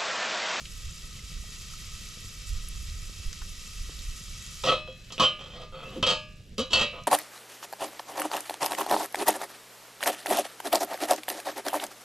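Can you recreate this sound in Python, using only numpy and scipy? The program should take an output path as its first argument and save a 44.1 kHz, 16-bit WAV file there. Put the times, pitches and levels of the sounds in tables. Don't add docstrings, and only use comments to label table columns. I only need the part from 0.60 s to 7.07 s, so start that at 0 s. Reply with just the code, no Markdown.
import sys
import numpy as np
from scipy import signal
from scipy.fft import rfft, irfft, next_fast_len
from scipy.io import wavfile
from scipy.ndimage import uniform_filter1d

SR = 44100
rng = np.random.default_rng(int(sys.argv[2]) if len(sys.argv) > 2 else 0)


def unload_audio(sound):
    columns = np.transpose(np.atleast_2d(sound))
    steps = np.round(np.clip(columns, -1, 1) * 32767)
    wavfile.write(sys.argv[1], SR, steps.astype(np.int16))


N = 285327

# frequency_hz, relative_density_db (per Hz)
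WIND_COLOUR = [(8.8, -31), (15, 2), (43, 0.5), (89, -8), (120, -18), (160, -92), (260, -120)]
# centre_s, width_s (between the 1/e points), level_db
GUSTS = [(.275, 0.032, -29.5), (0.783, .07, -38), (1.93, 0.08, -30.5), (2.24, 0.38, -36),
         (2.679, 0.034, -27.5), (2.828, 0.053, -38), (3.232, 0.085, -33), (3.495, 0.034, -29)]
# frequency_hz, relative_density_db (per Hz)
FLAME_COLOUR = [(50, -4.5), (90, 0.5), (175, -2), (280, -17.5), (520, -19), (800, -34.5), (1500, -69)]
# start_s, relative_peak_db, centre_hz, half_width_hz (of one filter pass), noise_t60_s
SPITS = [(.054, -36, 2980, 1200, 0.059), (.84, -50, 530, 250, .036), (1.135, -47, 1330, 120, .035),
         (2.086, -30.5, 10900, 700, 0.015), (2.227, -41.5, 10740, 400, .014),
         (2.299, -35, 4800, 1200, .024), (2.729, -30, 5330, 1490, .02), (2.73, -39, 1800, 900, 0.023),
         (2.817, -40.5, 1400, 400, 0.051), (3.293, -43.5, 314, 90, 0.023), (3.39, -36, 3800, 400, .025),
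         (6.436, -44.5, 5930, 1800, .023)]
# frequency_hz, relative_density_db (per Hz)
NEAR_COLOUR = [(500, -17.5), (850, -20), (1100, -10.5), (1620, -10.5), (2150, -8), (2900, -1.5),
               (4200, -2.5), (5000, 1), (7700, -1.5), (8100, -6.5), (9500, -12), (11300, -9.5),
               (13200, -18.5), (14500, -21)]
# frequency_hz, relative_density_db (per Hz)
FAR_COLOUR = [(300, -7), (700, -10), (1500, 1.5), (3000, 6.5), (5000, 3), (7600, -0.5), (9000, -10.5),
              (12000, -7), (14500, -27.5)]
# frequency_hz, relative_side_to_mid_db
FRY_SIDE = [(60, -23), (110, -16), (200, -10), (370, 7), (680, 0), (1250, -9.5), (2290, -6), (4210, -6),
            (7720, -13), (14200, -10)]
# centre_hz, width_hz (at half the lift), lift_db
CAVITY = [(1273, 132, 13.5), (1932, 95, 11), (2284, 130, 7), (2634, 72, 9), (3200, 74, 6), (3800, 210, 4),
          (10600, 320, 4.5)]
# time_s, level_db
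FRYING = [(0, -47.5), (1.3, -45), (2.4, -46.5), (4, -45)]
# centre_s, width_s (between the 1/e points), level_db
FLARES = [(4.52, 0.23, -54), (5.32, 0.18, -54)]
# frequency_hz, relative_energy_db, t60_s
POT = [(228, -12, .12), (510, -7, .15), (524, -3, .24), (690, -13, .14), (888, -17, .25), (1012, -11, .17),
       (1135, -9, .17), (1215, -13, .55), (1240, -7, .2), (1292, -8, .16), (1437, -16, .3),
       (1674, -24, .65), (1900, -15, .15), (2051, -19, .45), (2315, -20, .7), (2487, -12, .55),
       (2530, -11, .36), (2579, -13, .7), (2660, -6, .37), (2826, -16, .8), (2947, -7, .35), (3008, -7, .3),
       (3111, -4, .3), (3185, -4, .18), (3272, -4, .2), (3762, -11, .25), (3885, -8, .24), (4145, -10, .28),
       (4435, -10, .26), (5730, -16, .18)]
# frequency_hz, relative_level_db
SHELL = [(70, -2), (160, 0), (320, -8.5), (520, 4.5), (800, -7), (1280, -5), (1620, -13.5), (2200, -13),
         (3250, 3.5), (3700, -4), (4800, -6), (5400, -8), (7900, -13), (9000, -28), (14000, -29)]
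# start_s, drag_length_s, knock_db, drag_db (both before the tilt), swell_db (over the drag),
# bass_tilt_db, treble_tilt_db
SHOVES = [(4.037, 0.033, -34.5, -28.5, 3.5, 2, 2.5), (4.07, 0.05, -36, -19.5, -0.5, 1.5, -9),
          (4.276, 0.052, -43.5, -51, 0, 0, -7), (4.504, .01, -41, -55, 0, -4.5, -24),
          (4.522, 0.011, -43, -59, 0, 0, 15), (4.58, .015, -34.5, -35.5, 0, -2, -9),
          (4.598, 0.046, -23, -22, 2, 1.5, -1.5), (4.792, 0.154, -47, -43.5, -1.5, 1.5, -1.5),
          (4.95, 0.083, -51, -45, 2, 7, -2), (5.124, .12, -49, -41, 5.5, 2.5, -23),
          (5.26, .1, -54, -45.5, 1.5, 5, -15), (5.427, 0.01, -21, -26.5, 0, -1, -7),
          (5.465, 0.052, -26.5, -23, -2, 0.5, 0), (5.981, 0.027, -30, -27, 2.5, 0, 3),
          (6.104, 0.02, -48, -34, -1, 0, .5), (6.132, 0.018, -19, -23.5, 0, -2, -0.5),
          (6.158, 0.068, -28, -22.5, 0, -0.5, -4.5), (6.331, 0.062, -52, -45.5, 0, 7, -13.5)]
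# start_s, rise_s, pitch_hz, level_db (before panning)
SQUEALS = [(4.061, 0.038, 2660, -27.5), (4.065, 0.013, 526.6, -27), (4.28, 0.0076, 520, -40.5),
           (4.594, 0.0087, 1012, -28.5), (4.6, 0.025, 518.7, -30), (4.6, .013, 1128, -24),
           (4.615, 0.049, 3110, -21.5), (5.225, 0.042, 2660, -46.5), (5.35, .02, 522, -40),
           (5.475, 0.016, 3190, -26), (6.132, .003, 4435, -25.5), (6.133, .065, 3280, -31.5)]

TOP_HZ = 14000
MOVE_S, MOVE_LENGTH_S = 4.07, 0.2
FFT_SIZE = next_fast_len(N)
TIME, FREQ = np.arange(N) / SR, np.arange(FFT_SIZE // 2 + 1) * SR / FFT_SIZE
RING_TIME = np.arange(SR) / SR
AWAY = np.clip((TIME - MOVE_S) / MOVE_LENGTH_S, 0, 1)


def undb(db):
    return 10 ** (np.asarray(db) / 20)


def unit(x):
    return x / np.sqrt(np.mean(x ** 2) + 1e-24)


def loudest(x):
    power = np.mean(np.atleast_2d(x) ** 2, axis=0)
    return x / np.sqrt(uniform_filter1d(power, SR // 50).max())


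def spectrum(points):
    hz, db = np.transpose(points)
    return np.interp(np.log(FREQ + 1), np.log(hz), db)


def colour(x, db):
    return irfft(rfft(x, FFT_SIZE) * undb(db), FFT_SIZE)[..., :N]


def lowpass_db(corner_hz):
    return -20 * np.log10(1 + (FREQ / corner_hz) ** 4)


def walk(rate_hz):
    return unit(colour(rng.standard_normal(N), lowpass_db(rate_hz)))


def delay(x, seconds):
    return irfft(rfft(x, FFT_SIZE) * np.exp(-2j * np.pi * FREQ * seconds), FFT_SIZE)[:N]


def add(out, start_s, sound):
    start = max(int(start_s * SR), 0)
    out[..., start:start + sound.shape[-1]] += sound[..., :N - start]


def fade(t, t60):
    return np.exp(-np.log(1000) * t / t60)


def steady(near_db, far_db):
    return undb(near_db + (far_db - near_db) * AWAY)


def swells(base, rows):
    power = base ** 2
    for centre_s, width_s, db in rows:
        power = power + undb(db) ** 2 * np.exp(-(2 * (TIME - centre_s) / width_s) ** 2)
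    return np.sqrt(power)


def bursts(rate_hz, spread_db):
    size = undb(spread_db * np.minimum(rng.exponential(size=N), 6))
    happens = rng.random(N) < rate_hz / SR
    return unit(happens * size * rng.choice([-1, 1], N))


def pops(rows):
    out = np.zeros(N)
    t = RING_TIME[:SR // 5]
    for start_s, peak_db, hz, half_width_hz, t60 in rows:
        band = signal.iirpeak(hz, hz / (2 * half_width_hz), fs=SR)
        burst = rng.standard_normal(len(t)) * fade(t, t60)
        for _ in range(2):
            burst = signal.lfilter(*band, burst)
        add(out, start_s, burst / np.abs(burst).max() * undb(peak_db))
    return out


def rumble(points, gain, side_db, pan_db, puff_db):
    layers = []
    for _ in range(2):
        air = rng.standard_normal(N) + undb(puff_db) * bursts(120, 3.44)
        layers.append(unit(colour(air, spectrum(points))))
    mid, side = layers[0], layers[1] * undb(side_db)
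    return np.array([(mid + side) * undb(pan_db), (mid - side) * undb(-pan_db)]) * gain


def wind():
    breeze = steady(near_db=-43.5, far_db=-52) * undb(1.5 * walk(4.8))
    return rumble(WIND_COLOUR, swells(breeze, GUSTS), side_db=-17, pan_db=-1.7, puff_db=-20)


def flames():
    draught = steady(near_db=-51, far_db=-50) * undb(0.5 * walk(8.4))
    return rumble(FLAME_COLOUR, draught, side_db=-19.5, pan_db=0.0, puff_db=-3.5)


def spits(near_db=-43.5, far_db=-54.5, spread_db=2.5, low_hz=2000, octaves=2.6, width=0.11, t60=.018, count=24):
    when, pitch, size = rng.random((count, 3)).T
    starts = when * TIME[-1]
    hz = np.minimum(low_hz * 2 ** (octaves * pitch), TOP_HZ)
    db = np.interp(starts, [MOVE_S, MOVE_S + MOVE_LENGTH_S], [near_db, far_db]) + spread_db * (2 * size - 1)
    scattered = [(s, d, f, width * f, t60) for s, d, f in zip(starts, db, hz)]
    return pops(SPITS) * undb(3) + pops(scattered)


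def bubbles(rate_hz, spread_db):
    out, t = np.zeros(N + 256), RING_TIME[:256]
    when, pitch, size = rng.random((int(rate_hz * N / SR), 3)).T[:, :, None]
    hz = 1500 + 12500 * pitch
    level = np.sqrt(hz) * undb(spread_db * np.minimum(-np.log(size), 5))
    rings = np.sin(2 * np.pi * hz * t) * fade(t, t60=t[-1]) * level
    np.add.at(out, (when * N).astype(int) + np.arange(len(t)), rings)
    return unit(out[:N])


def sizzle(shape_db, rate_hz, spread_db, steam_db, bubble_db, side_db=-2.0, lag_s=1.2e-5):
    layers = []
    for _ in range(2):
        ringing = undb(bubble_db) * bubbles(rate_hz=1200, spread_db=3.5)
        snapping = bursts(rate_hz, spread_db)
        steam = undb(steam_db) * rng.standard_normal(N)
        layers.append(unit(colour(snapping + ringing + steam, shape_db)))
    mid, side = layers[0], colour(layers[1], spectrum(FRY_SIDE) + side_db)
    both = np.array([delay(mid + side, lag_s), mid - side])
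    coarse = colour(both, lowpass_db(7000))
    spray = both - coarse
    return coarse * undb(.6 * walk(16)) + spray * undb(1.3 * walk(18))


def frying():
    cavity_db = sum(lift / (1 + (2 * (FREQ - hz) / width) ** 2) for hz, width, lift in CAVITY)
    near = sizzle(spectrum(NEAR_COLOUR) + cavity_db, rate_hz=6000, spread_db=1.5, steam_db=0.5, bubble_db=-5.5)
    far = sizzle(spectrum(FAR_COLOUR), rate_hz=1100, spread_db=3.0, steam_db=3.5, bubble_db=-1.5)
    near_gain = undb(np.interp(TIME, *np.transpose(FRYING)))
    far_gain = swells(undb(-62), FLARES)
    return near * near_gain * (1 - AWAY) ** 2 + far * far_gain * AWAY


def stones(start_s=5.363, length_s=.05, gap_s=.0175, peak_db=-30, first_hz=240, sag_oct_per_s=4):
    ages = np.arange(0, length_s, gap_s)
    centres = first_hz * 2 ** (-sag_oct_per_s * ages)
    return pops([(start_s + age, peak_db, hz, 0.38 * hz, 0.11) for age, hz in zip(ages, centres)])


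def judder(start_s=5.982, length_s=0.061, level_db=-29.5, from_hz=215, to_hz=311, octave_db=-3.5, attack_s=0.0054):
    out, t = np.zeros(N), RING_TIME[:int(length_s * SR)]
    progress = t / length_s
    catch_hz = from_hz + (to_hz - from_hz) * progress ** 2
    phase = 2 * np.pi * np.cumsum(catch_hz) / SR
    tone = np.sin(phase) + undb(octave_db) * np.sin(2 * phase)
    croak = tone * np.minimum(t / attack_s, 1) * (1 - progress ** 2)
    add(out, start_s, loudest(croak) * undb(level_db))
    return out


def pot_modes(crowd_db=-2.5, crowd_t60=0.16, scatter_db=0.5, life_spread=0.56, count=260):
    hz, db, t60 = np.transpose(POT)
    shell_hz, shell_db = np.transpose(SHELL)
    place, size, life = rng.standard_normal((count, 3)).T
    crowd_hz = np.interp(np.arange(count) + .3 * place, [0, 45, 170, count], [70, 1500, 5500, 11000])
    crowd = undb(np.interp(np.log(crowd_hz), np.log(shell_hz), shell_db) + scatter_db * size)
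    damping = .45 + 250 / (crowd_hz + 200) + crowd_hz / 9000
    lives = crowd_t60 * np.exp(life_spread * life) / damping
    strong = undb(db)
    crowd *= np.linalg.norm(strong) / np.linalg.norm(crowd) * undb(crowd_db)
    hz, t60 = np.r_[hz, crowd_hz][:, None], np.r_[t60, lives][:, None]
    modes = np.sin(2 * np.pi * hz * RING_TIME) * fade(RING_TIME, t60) / np.sqrt(t60)
    return modes, np.r_[strong, crowd]


def pot_ring(modes, gains, contact_db=3.5, mode_pan_db=1.5):
    weight, pan, sign = rng.standard_normal((len(gains), 3)).T
    ear_db = contact_db * weight + mode_pan_db * pan * np.array([[1], [-1]])
    return (gains * np.sign(sign) * undb(ear_db)) @ modes


def drag(length_s, swell_db, catch_hz=560, spread_db=10, grip_db=4, release_s=.012):
    t = RING_TIME[:SR // 3]
    force = undb(spread_db * rng.uniform(-0.97, 1, len(t))) * rng.choice([-1, 1], len(t))
    catches = (rng.random(len(t)) < catch_hz / SR) * force
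    grip = np.interp(t, np.linspace(0, t[-1], 20), rng.uniform(-0.46, 1, 20))
    push_db = swell_db * np.minimum(t / length_s, 1)
    release = np.exp(-np.maximum(t - length_s, 0) / release_s)
    return catches * undb(grip_db * grip + push_db) * release


def shoves(bass_hz=1700, treble_hz=4200, crack_db=2.0, crack_t60=0.018):
    out = np.zeros((2, N))
    modes, gains = pot_modes()
    grit = unit(colour(rng.standard_normal(N), spectrum(SHELL)))
    freq = np.arange(SR // 2 + 1)
    for start_s, length_s, knock_db, drag_db, swell_db, bass_db, treble_db in SHOVES:
        crack = grit[rng.integers(N - SR):][:SR] * fade(RING_TIME, crack_t60)
        ring = loudest(pot_ring(modes, gains)) + undb(crack_db) * crack
        scrape = irfft(rfft(ring) * rfft(drag(length_s, swell_db), SR), SR)
        sound = loudest(ring) * undb(knock_db) + loudest(scrape) * undb(drag_db)
        bass_tilt = bass_db / (1 + (freq / bass_hz) ** 6)
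        treble_tilt = treble_db * (1 - 1 / (1 + (freq / treble_hz) ** 8))
        tilted = irfft(rfft(sound) * undb(bass_tilt + treble_tilt), SR)
        add(out, start_s, tilted[:, :SR * 9 // 10])
    return out


def squeals(t60=0.18, rough_rad=0.24):
    out = np.zeros(N)
    waver = walk(150)
    for start_s, rise_s, hz, db in SQUEALS:
        swell = np.minimum(RING_TIME / rise_s, 1) * fade(np.maximum(RING_TIME - rise_s, 0), t60)
        wobble = rough_rad * waver[rng.integers(N - SR):][:SR]
        tone = np.sin(2 * np.pi * hz * RING_TIME + wobble)
        add(out, start_s, loudest(swell * tone) * undb(db))
    return out


def pot():
    left, right = shoves() + squeals()
    return np.array([delay(left, 1 / SR) * undb(-.4), right * undb(.4)])


def scene():
    background = wind() + flames() + spits()
    return background + frying() + stones() + judder() + pot()


def record(dry):
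    return signal.sosfilt(signal.ellip(8, .2, 70, TOP_HZ, fs=SR, output="sos"), dry)


dry = scene()
out = record(dry)
unload_audio(out)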